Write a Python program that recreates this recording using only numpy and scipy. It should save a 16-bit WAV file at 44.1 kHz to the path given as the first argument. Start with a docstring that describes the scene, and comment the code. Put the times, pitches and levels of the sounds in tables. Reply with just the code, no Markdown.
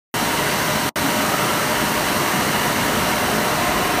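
"""A wire drawing machine runs in a hard-walled workshop: wire and coolant hiss, the drives hum and
the gears add a thin whine, over the broad roar of the other machines. Every tone fades and returns
as the microphone is carried toward the cabinet, whose panel drone grows. Deep handling rumble
builds toward the end. The sound cuts in abruptly and drops out once, briefly."""
import sys
import numpy as np
from scipy import signal
from scipy.fft import rfft, irfft, next_fast_len
from scipy.io import wavfile
from scipy.ndimage import uniform_filter1d, map_coordinates

SR = 44100
rng = np.random.default_rng(int(sys.argv[2]) if len(sys.argv) > 2 else 0)


def store_wav(level_fs):
    """Save 16-bit WAV to argv[1]."""
    pcm = np.round(np.clip(np.atleast_2d(level_fs), -1, 1) * 32767)
    wavfile.write(sys.argv[1], SR, pcm.T.astype(np.int16))


N = 176400

# Colour of the handling rumble. Each row: frequency in Hz, relative level in dB.
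RUMBLE_SPECTRUM = [(15, -30), (28, -15), (42, -4), (52, -1), (75, -7), (150, -31)]
# The rumble's build. Each row: time in seconds, level in dB.
RUMBLE_RIDE = [(0, -65), (1.4, -62), (2.4, -49), (3.5, -46), (3.75, -36), (4, -39)]
# Colour of the whole shop's roar. Each row: frequency in Hz, relative level in dB.
ROAR_SPECTRUM = [(20, -40), (32, -28), (42, -18), (54, -12), (70, -7), (110, -2.5), (170, 0), (280, -0.5),
                 (380, -2.5), (520, -4.5), (680, -3.5), (850, -4.5), (1000, -3), (1250, -3.5), (1650, -5),
                 (2080, -5), (2350, -10), (2570, -11), (2800, -9), (3080, -10), (3250, -14.5),
                 (4000, -16.5), (6000, -37)]
# Bands that swell in the roar. Each row: peak time in seconds, pitch in Hz, half-width in Hz, peak in dB.
ROAR_SWELLS = [(.35, 223, 70, -35), (1.08, 280, 14, -29.5), (1.35, 1245, 35, -31.5),
               (1.53, 1347, 31, -31.5), (2.2, 1230, 35, -34.5), (2.3, 1093, 41, -34),
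               (2.55, 2910, 8.6, -36), (3.0, 208, 45, -33), (3.3, 245, 73, -30), (3.75, 1058, 30, -28)]
# Gentle level rides. Each row: time in seconds, roar trim in dB, hiss trim in dB.
ROAR_HISS_RIDES = [(.15, -0.5, 1.2), (1.2, -0.8, 1.4), (2.1, -0.34, 1.2), (3.0, -0.2, 1), (4, -0.5, -0.5)]
# The walk toward the cabinet. Each row: time in seconds, nearness from 0 (far) to 1 (close).
APPROACH = [(0, 0), (1.2, 0.5), (2.2, 0.45), (3.0, .45), (3.45, 0.9), (4, 0.97)]
# Resonances, likely of the cabinet's panels.
# Each row: pitch in Hz, half-width in Hz, level from afar in dB, change close by in dB.
PANEL_MODES = [(232, 66, -40.5, -1), (616, 49, -45.5, 12), (727, 37, -45.5, 16), (981, 49, -51.5, 8)]
# Hum of motors, shafts and belts. Each row: pitch in Hz, level in dB.
HUM_TONES = [(54, -49.5), (148, -41), (180, -43), (215, -39.5), (304, -42), (345, -42.5), (417, -40.5),
             (587, -44), (600, -40.5), (611, -36.5), (735, -40.5), (861, -43.5), (923, -44), (934, -37.5),
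             (950, -39), (972, -43.5), (1001, -40.5), (1090, -44), (1141, -44.5), (1230, -43), (1322, -47),
             (1637, -50), (1795, -45.5), (1976, -48)]
# Whine of the gears. Each row: pitch in Hz, level in dB.
GEAR_TONES = [(2706, -45), (2764, -49), (2791, -45.5), (2955, -44.5), (3095, -53), (3927, -48.5),
              (4005, -46), (4081, -46)]
# Colour of the wire and coolant hiss. Each row: frequency in Hz, relative level in dB.
HISS_SPECTRUM = [(1500, -18), (3300, -3.5), (4000, 0), (4550, 3.5), (5000, -2), (5450, 2), (5900, 3),
                 (6700, -0.5), (7500, -2.5), (8300, 1), (8900, 0.5), (9900, -2.5), (10450, -6.5),
                 (11100, -2.5), (13000, -2.5), (15300, -4)]

ROAR_DB, HISS_DB = -21, -28.5
START_S, DROP_S, RETURN_S = 0.141, 0.892, 0.958
DROP_DB, LOW_FALL_DB_PER_S, TREBLE_FALL_DB_PER_S = -11.5, 800, 1700
CROSSOVER_HZ, TOP_HZ = 1060, 15380


def amp(db):
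    return 10 ** (np.asarray(db) / 20)


def unit_rms(x):
    return x / np.sqrt(np.mean(np.abs(x) ** 2) + 1e-20)


def clock():
    return np.arange(N) / SR


def curves(rows):
    """One automation curve for each column after the time."""
    times, *columns = np.transpose(rows)
    return [np.interp(clock(), times, column) for column in columns]


def wobble(knots_per_s):
    """A smooth random modulator."""
    knots = rng.standard_normal(1024)
    return map_coordinates(knots, [clock() * knots_per_s], mode="wrap")


def filtered(x, response):
    """Equalise x with a gain given as a function of Hz."""
    size = next_fast_len(N + SR // 2)
    return irfft(rfft(x, size) * response(np.fft.rfftfreq(size, 1 / SR)), size)[..., :N]


def rush(spectrum, patchy_db):
    """Coloured noise of rms 1, mottled with patches of random gain in time and frequency."""
    cells = signal.stft(rng.standard_normal(N), nperseg=1024)[2]
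    patches = uniform_filter1d(rng.standard_normal(cells.shape), size=4, axis=0)
    patches = unit_rms(uniform_filter1d(patches, size=12, axis=1))
    noise = signal.istft(cells * amp(patchy_db * patches), nperseg=1024)[1][:N]
    hz, db = np.transpose(spectrum)
    return unit_rms(filtered(noise, lambda f: amp(np.interp(np.log(f + 1), np.log(hz + 1), db))))


def resonance(hz, half_width_hz):
    """Noise of rms 1 ringing in one narrow band."""
    return unit_rms(filtered(rng.standard_normal(N), lambda f: 1 / (1 + 1j * (f - hz) / half_width_hz) ** 2))


def room_tones(table, diffuse, knots_per_s):
    """Steady tones, each a direct part plus reflections that shift as the listener moves."""
    mix = np.zeros(N)
    for hz, db in table:
        reflections = wobble(knots_per_s) + 1j * wobble(knots_per_s)
        path = unit_rms(1 + diffuse * reflections)
        tone = np.exp(2j * np.pi * (hz * clock() + rng.random()))
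        mix += amp(db) * np.sqrt(2) * np.real(path * tone)
    return mix


def handling_rumble():
    """Deep microphone handling rumble builds toward the end."""
    level_db, = curves(RUMBLE_RIDE)
    return amp(level_db) * rush(RUMBLE_SPECTRUM, patchy_db=0)


def shop_roar():
    """The bed: all the machines blend into one roar with a slight flutter."""
    trim_db, _ = curves(ROAR_HISS_RIDES)
    return amp(ROAR_DB + trim_db + 0.22 * wobble(40)) * rush(ROAR_SPECTRUM, patchy_db=1.1)


def roar_swells(sigma_s=0.16):
    """Narrow bands lift out of the roar for a moment, each on a bell-shaped fade."""
    return sum(amp(db) * np.exp(-0.5 * ((clock() - peak_s) / sigma_s) ** 2) * resonance(hz, half_width)
               for peak_s, hz, half_width, db in ROAR_SWELLS)


def cabinet_drone():
    """The shaken panels drone, their upper resonances growing as the listener nears."""
    nearness, = curves(APPROACH)
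    return sum(amp(far_db + close_db * nearness) * resonance(hz, half_width)
               for hz, half_width, far_db, close_db in PANEL_MODES)


def drives():
    """Turning shafts hum; the gears whine above them with a faster, deeper shimmer."""
    hum = room_tones(HUM_TONES, diffuse=0.75, knots_per_s=7.03)
    whine = room_tones(GEAR_TONES, diffuse=1.0, knots_per_s=14)
    return hum + whine


def wire_hiss():
    """Running wire and coolant give a bright, smooth hiss."""
    _, trim_db = curves(ROAR_HISS_RIDES)
    return amp(HISS_DB + trim_db + 0.2 * wobble(120)) * rush(HISS_SPECTRUM, patchy_db=0.86)


def scene():
    """The machine over the workshop bed, the same in both channels."""
    mono = handling_rumble() + shop_roar() + roar_swells() + cabinet_drone() + drives() + wire_hiss()
    return np.array([mono, mono])


def record(dry):
    """A hard cut in, one brief dropout with the treble dying first, and a steep high cut."""
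    t = clock()
    in_dropout = (t > DROP_S) & (t < RETURN_S)

    def gate(fall_db_per_s):
        return (t > START_S) * amp(in_dropout * (DROP_DB - fall_db_per_s * (t - DROP_S)))

    lows = filtered(dry, lambda hz: 1 / (1 + (hz / CROSSOVER_HZ) ** 10))
    gated = lows * gate(LOW_FALL_DB_PER_S) + (dry - lows) * gate(TREBLE_FALL_DB_PER_S)
    return filtered(gated, lambda hz: np.clip((TOP_HZ - hz) / 150 + 0.5, 0, 1))


dry = scene()
out = record(dry)
store_wav(out)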